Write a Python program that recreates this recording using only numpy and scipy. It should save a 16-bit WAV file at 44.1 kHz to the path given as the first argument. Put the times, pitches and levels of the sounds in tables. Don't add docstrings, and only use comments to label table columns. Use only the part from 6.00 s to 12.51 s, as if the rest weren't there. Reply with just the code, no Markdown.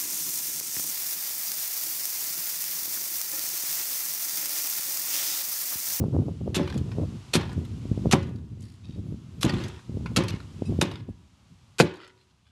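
import sys
import numpy as np
from scipy import signal
from scipy.fft import rfft, irfft, next_fast_len
from scipy.io import wavfile
from scipy.ndimage import map_coordinates

SR = 44100
rng = np.random.default_rng(int(sys.argv[2]) if len(sys.argv) > 2 else 0)


def output_pcm(signal):
    pcm = np.clip(np.atleast_2d(signal).T, -1, 1) * 32767
    wavfile.write(sys.argv[1], SR, np.round(pcm).astype(np.int16))


N = 287091


def amp(db):
    return 10 ** (np.asarray(db) / 20)


def unit(x):
    return x / np.sqrt(np.mean(x ** 2) + 1e-20)


def along(points, hz):
    f, v = np.transpose(points)
    return np.interp(np.log(hz + 1), np.log(f), v)


def curves(rows):
    s, *cols = np.transpose(rows)
    return [np.interp(np.arange(N) / SR, s, c) for c in cols]


def wobble(rate, size):
    knots = rng.standard_normal(size // 8)
    return map_coordinates(knots, [np.arange(size) * rate / SR], mode="wrap")


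def noise(spectrum, size, tilt_db=0, ripple_db=0):
    hz = np.fft.rfftfreq(size, 1 / SR)
    resonances = map_coordinates(rng.standard_normal(140), [hz / 170])
    gain = amp(along(spectrum, hz) + tilt_db * np.log2(hz + 1) + ripple_db * resonances)
    gain = gain * hz / (hz + 20)
    return unit(irfft(rfft(rng.standard_normal(size)) * gain, size))


def fade(t, t60):
    return np.exp(-np.log(1000) * np.maximum(t, 0) / t60)


def causal(spectrum, size=2048):
    cepstrum = irfft(np.log(amp(along(spectrum, np.fft.rfftfreq(size, 1 / SR)))))
    cepstrum[1:size // 2] *= 2
    cepstrum[size // 2:] = 0
    h = irfft(np.exp(rfft(cepstrum)))
    return h / np.abs(h).max()


def high_pass(x, hz, order):
    return signal.sosfilt(signal.butter(order, hz, "high", fs=SR, output="sos"), x)


def add(track, s, sound):
    part = track[max(round(s * SR), 0):][:len(sound)]
    part += sound[:len(part)]


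def ringing(modes, t, level_db, detune):
    out = 0
    for hz, db, t60 in modes:
        strength = amp(db + rng.normal(0, level_db))
        pitch = hz * (1 + rng.normal(0, detune))
        out = out + strength * fade(t, t60) * np.sin(2 * np.pi * pitch * t + rng.normal(0, 1.66))
    return out


# frequency in Hz, level in dB.
HISS_COLOUR = [(60, -2.5), (300, -7), (1000, -0.5), (1280, -2), (1700, -8), (2580, -5.5), (2800, -4),
               (7140, -11), (10500, -20), (12000, -22), (15600, -57)]
# time in seconds, relative level in dB.
HISS_LEVEL = [(0, -64), (.55, -63.5), (.75, -60), (1.4, -58), (1.65, -60.5), (2.12, -58), (2.38, -70.5),
              (2.85, -67), (3.4, -65), (3.6, -54.5), (3.88, -63.5), (4.28, -59), (4.5, -61.5), (4.85, -58),
              (5.03, -70.5), (5.75, -68), (6.51, -75)]


def hiss():
    hiss_db, = curves(HISS_LEVEL)
    return amp(hiss_db + 2.5) * noise(HISS_COLOUR, N)


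STRONG_DB = -28
BREEZE_DB = 4
GUST_EDGE = 3.9
FLUTTER_DB, FLUTTER_GROWS = -39, 1.6
# time in seconds, relative strength in dB.
BREEZE = [(0, -32.5), (.33, -36.5), (.41, -37.5), (.88, -36.5), (1.1, -38.5), (1.27, -50), (1.48, -38),
          (1.82, -40), (2.05, -34), (2.34, -37.5), (2.47, -44.5), (2.63, -44), (2.79, -54), (2.9, -44),
          (3.3, -47), (3.66, -37), (3.83, -58), (3.92, -37.5), (4.3, -36.5), (4.48, -45.5), (4.75, -35.5),
          (5.15, -52.5), (5.4, -62), (5.62, -60), (6.1, -69.5), (6.51, -65)]
# middle in seconds, length in seconds, strength in dB, extra flutter in dB.
GUSTS = [(0.014, 0.063, -27, 4.5), (0.176, 0.083, -26.5, 2), (0.272, .07, -30, 1.5),
         (0.486, 0.039, -30.5, 9), (0.783, .07, -28.5, -4), (1.009, 0.088, -28, 3.5), (1.157, .03, -37, -1),
         (1.592, 0.053, -27.5, -17), (1.985, 0.033, -32.5, -2.5), (2.061, 0.021, -23.5, 1),
         (2.981, 0.039, -32.5, -5), (3.097, 0.092, -33, -5), (3.385, .03, -38, -2),
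         (3.55, 0.068, -28.5, -13), (3.962, 0.092, -34.5, -3), (4.709, 0.043, -26.5, -5.5),
         (5.012, .04, -37, -4), (5.097, 0.028, -32, -15), (5.521, 0.038, -46.5, -10)]


def airflow():
    t = np.arange(N) / SR
    power = amp(curves(BREEZE)[0] + BREEZE_DB) ** 2
    fluttering = power * amp(-4.5) ** 2
    for s, length, db, extra_db in GUSTS:
        gust = amp(db) ** 2 * np.exp(-np.abs(2 * (t - s) / length) ** GUST_EDGE)
        power = power + gust
        fluttering = fluttering + gust * amp(extra_db) ** 2
    wind_db = 10 * np.log10(power)
    extra_flutter_db = 10 * np.log10(fluttering / power)
    return wind_db, FLUTTER_DB + FLUTTER_GROWS * (wind_db - STRONG_DB) + extra_flutter_db


EDDY_RATE, EDDY_DB, EDDY_SCATTER_DB = 35, 0, 3
EDDY_HZ, EDDY_OCTAVES_PER_DB = 250, .05
# middle in seconds, relative level in dB, nominal pitch in Hz.
BUFFETS = [(.04, -19.5, 440), (.083, -19, 201), (.147, -20.5, 300), (.166, -15.5, 387), (.189, -17, 259),
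           (.284, -20, 360), (.414, -26, 315), (.478, -21, 387), (.763, -16.5, 246), (.814, -14, 161),
           (.985, -15.5, 303), (1.855, -23, 230), (1.916, -12, 179), (1.977, -20, 286), (2.058, -10.5, 332),
           (2.071, -10.5, 192), (2.895, -27, 170), (3.144, -24, 170), (3.896, -24, 204), (3.972, -20, 250),
           (4.341, -20, 189), (4.622, -15, 295), (4.696, -16, 169), (4.79, -13, 252)]


def eddies(wind_db):
    out, t = np.zeros(N), np.arange(-SR // 40, SR // 40) / SR
    strikes = list(BUFFETS)
    chance = rng.standard_normal((600, 3))
    for k, (late, size, pitch) in enumerate(chance):
        s = (k + .4 * late) / EDDY_RATE
        if 0 <= s * SR < N:
            db = wind_db[int(s * SR)]
            octaves = EDDY_OCTAVES_PER_DB * (db - STRONG_DB) + .35 * pitch
            strikes.append((s, db + EDDY_DB + EDDY_SCATTER_DB * size, EDDY_HZ * 2 ** octaves))
    for s, db, hz in strikes:
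        u = np.pi * hz * t
        swing = -2 * np.sqrt(2) * u / (1 + u * u) ** 2 * np.exp(-u * u / 20)
        add(out, s + t[0], amp(db) * swing)
    return out


DEEP_DB, BODY_DB, BODY_GROWS = -5, -1.5, 0.1
# frequency in Hz, level in dB.
DEEP_COLOUR = [(25, -28.5), (60, -2), (95, 1.5), (140, -5), (250, -23), (500, -61)]
BODY_COLOUR = [(15, -51.5), (25, -33.5), (59, -1), (102, 7), (230, -1.5), (327, -12.5), (365, -13.5),
               (500, -30), (650, -48), (1100, -120)]
FLUTTER_COLOUR = [(120, -25), (250, 2), (350, 2.5), (500, -7), (800, -18.5), (1200, -27.5), (2000, -50.5),
                  (4000, -85)]


def wind():
    wind_db, flutter_db = airflow()
    lumps = wobble(35, N)
    deep = amp(DEEP_DB) * noise(DEEP_COLOUR, N)
    body_db = BODY_DB + BODY_GROWS * (wind_db - STRONG_DB)
    body = amp(body_db) * unit(amp(1.9 * lumps) * noise(BODY_COLOUR, N))
    bursts = amp(2.6 * lumps + 3.8 * wobble(130, N))
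    flutter = amp(flutter_db) * unit(bursts * noise(FLUTTER_COLOUR, N))
    return amp(wind_db) * (deep + body) + flutter + eddies(wind_db)


# frequency in Hz, time to fall 60 dB in seconds.
BED_RING = [(100, 0.36), (380, 0.6), (1200, 0.41), (3200, .4), (6000, .27), (12000, .2)]


def dying(x):
    hz, t, z = signal.stft(x, SR, nperseg=256)
    decay = fade(t, along(BED_RING, hz)[:, None])
    return signal.istft(z * decay, SR, nperseg=256)[1][:len(x)]


# nominal frequency in Hz, mean level in dB, time to fall 60 dB in seconds.
PANEL = [(374, 2.5, 0.7), (808, -7.5, 0.44), (958, -6.5, 0.99), (1215, -1, 0.58), (1457, -0.5, 0.52),
         (1677, -6, 0.7), (1830, -4.5, 0.65), (2025, -3, 0.39), (2270, -2.5, 0.37), (2545, -2, .45),
         (2790, -6, 0.29), (2980, -8, 0.29), (3190, -2.5, 0.4), (3490, -3.5, 0.35), (3550, -3, 0.33),
         (4140, -6.5, 0.22)]


def bed(x):
    t = np.arange(SR * 3 // 5) / SR
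    colour = [(200, -3.5), (1500, 4.5), (3800, -2.0), (6500, -10.5), (12000, -11.5)]  # (Hz, dB)
    tail = dying(noise(colour, len(t)))
    tones = ringing(PANEL, t, level_db=2.5, detune=.003)
    answer = amp(-19.5) * tail / np.linalg.norm(tail) + amp(-26.5) * tones / np.linalg.norm(tones)
    return signal.fftconvolve(x, answer)[:N]


def tap(dull_db, snap_db):
    t = np.arange(SR // 10) / SR
    # (Hz, dB)
    dull_colour = [(300, -16.0), (900, 1.0), (1800, -4.5), (3500, -16), (9000, -41.5)]
    click_colour = [(1200, -21.5), (3000, 3.5), (4800, 1), (8000, -18)]
    snap_colour = [(3000, -36), (6500, 1.5), (12000, -10.5)]
    dull = amp(dull_db) * noise(dull_colour, len(t), ripple_db=5.5) * fade(t, .055)
    click = amp(-9.5) * noise(click_colour, len(t), ripple_db=6) * fade(t, 0.057)
    snap = amp(snap_db) * noise(snap_colour, len(t)) * fade(t, 0.031)
    return amp(-1.0) * (dull + click + snap) * (1 - np.exp(-t / .0005))


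CRUMB_FADE_DB_PER_S, CRUMB_SCATTER_DB = 59.5, 2.5
CRUMB_DULL_DB, CRUMB_SNAP_DB = -4, -20.5
# start in seconds, length of the shower in seconds, relative level in dB.
SHOWERS = [(.62, 0.14, -29), (1.43, 0.092, -37), (2.185, 0.24, -40), (3.58, .12, -37), (4.3, .14, -38.5),
           (5.875, .18, -37.5)]


def crumbs(count=5):
    out = np.zeros(N)
    for s, length, db in SHOWERS:
        for delay in length * (np.arange(count) + rng.random(count)) / count:
            level_db = db - CRUMB_FADE_DB_PER_S * delay + rng.normal(0, CRUMB_SCATTER_DB)
            add(out, s + delay, amp(level_db) * tap(CRUMB_DULL_DB, CRUMB_SNAP_DB + rng.normal(0, 4)))
    return out


# start in seconds, relative level in dB, dull part in dB, wet snap in dB.
TAPS = [(.6988, -32, -8.5, -17.5), (.7768, -33, -16, -5.5), (.9158, -37.5, -0.5, -32),
        (1.4102, -26.5, -6, -22), (1.529, -44, -4, -2.5), (1.6501, -38.5, -9.5, -12.5),
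        (2.2272, -34, -12.5, -19), (2.2877, -50, -1, -15), (2.358, -51.5, -30, -7.5), (2.606, -51, -28, 1),
        (2.6254, -48.5, -27.5, -1), (3.4484, -19.5, -10.5, -10.5), (3.494, -19, -8.5, -31),
        (3.5364, -25, -10.5, -20), (3.6374, -27, -20, -21), (3.6822, -36.5, -18.5, -5.5),
        (3.7912, -47, 0, -16.5), (4.0592, -35, 3.5, -34), (4.2365, -25.5, -30, -14.5),
        (4.282, -20.5, -41, -14), (4.9132, -33, -2, -25), (5.9554, -40.5, -26, -17),
        (6.0764, -47, -14, -7.5)]


def taps():
    out = np.zeros(N)
    for s, db, dull_db, snap_db in TAPS:
        add(out, s, amp(db) * tap(dull_db, snap_db))
    return out


# frequency in Hz, level in dB.
SCRAPE_COLOUR = [(500, -13), (1500, -1.5), (3200, 0), (4800, -3), (6500, -14), (12000, -24.5)]
# start in seconds, length in seconds, relative level in dB, treble tilt in dB per octave.
SCRAPES = [(.63, 0.17, -50.5, 1.5), (2.601, 0.18, -59.5, 6.5), (2.832, 0.17, -59, -1.5),
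           (3.552, 0.15, -45.5, -3.5), (3.686, 0.11, -48, -6.5), (4.281, 0.035, -35, 1),
           (4.31, 0.058, -44, -2), (4.931, .085, -50.5, -1.5), (5.987, 0.13, -50, -5.5),
           (6.17, .08, -65.5, 3), (6.29, 0.038, -66.5, 1.5), (6.453, 0.078, -67, 0.5)]


def scrapes():
    out, t = np.zeros(N), np.arange(SR // 4) / SR
    for s, length, db, tilt_db in SCRAPES:
        stroke = (1 - np.exp(-t / 0.0056)) * np.sqrt(np.clip(1 - t / length, 0, 1))
        slips = unit(amp(4.7 * wobble(300, len(t))))
        add(out, s, amp(db) * stroke * slips * noise(SCRAPE_COLOUR, len(t), tilt_db, ripple_db=5.0))
    return out


# frequency in Hz, relative level in dB.
BLADE_TONES = [(2600, 5), (3900, 2), (5000, 2), (5700, -2.5), (7350, -8), (8300, -4), (10400, -3)]


def blade(s=4.652, db=-52, t60=0.16):
    out, t = np.zeros(N), np.arange(SR // 2) / SR
    ring = 0
    for hz, level in BLADE_TONES:
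        blur = 0.9 * wobble(260, len(t))
        ring = ring + amp(level) * np.sin(2 * np.pi * hz * t + blur)
    add(out, s, amp(db) * ring * fade(t, t60) * (1 - np.exp(-t / 0.0061)))
    return out


# frequency in Hz, level in dB.
FIBRE_COLOUR = [(240, -27), (400, -1.5), (792, -12.5), (1460, -6), (1890, -14), (2540, -2.5), (3240, -7.5),
                (3630, -3.5), (4900, -8.5), (5730, -11), (6700, -10.5), (12000, -20.5), (15600, -50),
                (22000, -120)]
# start in seconds, length in seconds, relative level in dB,
# swell to the end in dB, treble tilt in dB per octave.
CUTS = [(0.5443, 0.02, -24, 2, 0), (1.333, 0.026, -21.5, 0.5, 0), (2.111, 0.015, -21.5, 9, 0),
        (3.409, 0.016, -37.5, 3, 2), (3.427, 0.0073, -28.5, 1, 1.5), (3.436, 0.024, -29, -2.5, -8),
        (4.1612, .014, -22, -4.5, -0.5), (4.8122, 0.005, -18.5, -6, 1.5), (5.7839, 0.024, -25, 10.5, -.5)]


def cuts():
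    out, t = np.zeros(N), np.arange(SR // 5) / SR
    for s, length, db, swell_db, tilt_db in CUTS:
        travel = amp(swell_db * (np.minimum(t / length, 1) - .5)) * (1 - np.exp(-t / 0.0011))
        release = fade(t - length, 0.051) + amp(-8.0) * fade(t - length, 0.08)
        clumps = unit(amp(4.8 * wobble(1400, len(t))))
        tearing = noise(FIBRE_COLOUR, len(t), tilt_db, ripple_db=2.5)
        add(out, s, amp(db - 3) * travel * release * clumps * tearing)
    return out


WOOD_T60 = 0.12
KNOCK_LOW_HZ, KNOCK_LOW_CYCLES = 40, 0.034
# nominal frequency in Hz, level in dB, time to fall 60 dB in seconds.
BOARD = [(85, -15, 0.31), (112, -7.5, 0.17), (146.5, -1.5, 0.15), (171.2, -5, 0.24), (203, -6.5, 0.19),
         (232.6, -6, 0.16), (268, -5.5, 0.14), (312, -5, 0.2), (353, -4.5, 0.26), (377, -8.5, 0.19),
         (430, -8, 0.064), (466.6, -11, 0.045), (557, -9, 0.23), (635, -17.5, 0.096), (841, -12.5, 0.17)]
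# multiple of the wood pitch, level in dB.
WOOD_COLOUR = [(.3, -25), (.7, -6.5), (1, 0.5), (1.3, -6), (2, -15.5), (5, -43.5)]
# frequency in Hz, level in dB.
CRACK_COLOUR = [(200, -9), (450, 3), (650, -2.5), (900, 3), (1200, -8), (1550, 3.5), (1950, -10.5),
                (2300, -0.5), (3200, -15), (5000, -14), (8000, -25), (12000, -28.5)]
RATTLE_COLOUR = [(150, -11.5), (330, 8.5), (600, -4), (663, -11), (842, -2), (930, -2.5), (1080, -1.5),
                 (1320, -10.5), (1660, -6), (1850, -9), (3340, -9), (4930, -16.5), (6100, -17),
                 (11600, -36), (15600, -71.5)]
# start in seconds, knock, crack and rattle as relative levels in dB,
# contact time in seconds, wood level in dB, wood pitch in Hz.
BLOWS = [(.567, -16.5, -39, -36.5, 0.00081, -34.5, 550), (.595, -11.5, -35, -41, 0.0009, -32.5, 580),
         (1.346, -31, -33, -34.5, 0.0014, -34, 700), (1.353, -3.5, -32, -33, 0.004, -24.5, 370),
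         (2.1332, -6, -13, -35, 0.00099, -18.5, 850), (3.444, -12, -27, -38.5, 0.0013, -30.5, 450),
         (3.46, -14, -32.5, -32, 0.0013, -34, 450), (3.535, -15.5, -36, -41, .0023, -44, 500),
         (3.6, -27, -41, -39.5, 0.002, -45, 500), (4.172, -8.5, -22, -28.5, 0.001, -29, 650),
         (4.815, -11.5, -17, -33, .00094, -28, 850), (5.8006, -5, -3, -30.5, 0.00082, -12, 424)]


def blows():
    out, t = np.zeros(N), np.arange(SR * 3 // 5) / SR
    for s, knock_db, crack_db, rattle_db, contact, wood_db, wood_hz in BLOWS:
        thud = amp(1.0) * np.sin(2 * np.pi * 215 * t) * fade(t, .03)
        struck = thud + ringing(BOARD, t, level_db=0.0, detune=.02)
        push = t * np.exp(-t / (contact / 5))
        knock = signal.fftconvolve(struck, push / push.sum())[:len(t)]
        knock = high_pass(knock, hz=KNOCK_LOW_HZ + KNOCK_LOW_CYCLES / contact, order=3)
        wood_colour = [(ratio * wood_hz, db) for ratio, db in WOOD_COLOUR]
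        wood = noise(wood_colour, len(t)) * fade(t, WOOD_T60) * (1 - np.exp(-t / .001))
        wood = high_pass(wood, hz=151, order=2)
        chatter = .17 * rng.standard_normal(len(t)) * fade(t, 0.028)
        chatter[0] = 0.88
        crack = signal.fftconvolve(chatter, causal(CRACK_COLOUR))[:len(t)]
        crack = high_pass(crack, hz=120, order=2)
        buzz = dying(noise(RATTLE_COLOUR, len(t), ripple_db=1.0)) * amp(2.5 * wobble(150, len(t)))
        walls = amp(-16.5) * ringing(PANEL, t, level_db=3.5, detune=0.0072)
        rattle = (buzz + walls) * (1 - np.exp(-t / 0.0021))
        blow = amp(knock_db - 7.0) * knock + amp(wood_db) * wood
        blow = blow + amp(crack_db + 2.5) * crack + amp(rattle_db) * rattle
        add(out, s, blow)
    return out


def scene():
    background = hiss() + wind()
    husk = scrapes() + crumbs() + taps() + cuts()
    return (background + husk + bed(husk) + blade() + blows())[None]


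TOP_HZ = 12180


def record(dry):
    x = dry / (1 + np.abs(dry / .74) ** 6) ** (1 / 6)
    x = high_pass(x, hz=58.5, order=4)
    size = next_fast_len(N + SR // 4)
    passed = np.fft.rfftfreq(size, 1 / SR) < TOP_HZ
    return irfft(rfft(x, size) * passed, size)[:, :N]


dry = scene()
out = record(dry)
output_pcm(out)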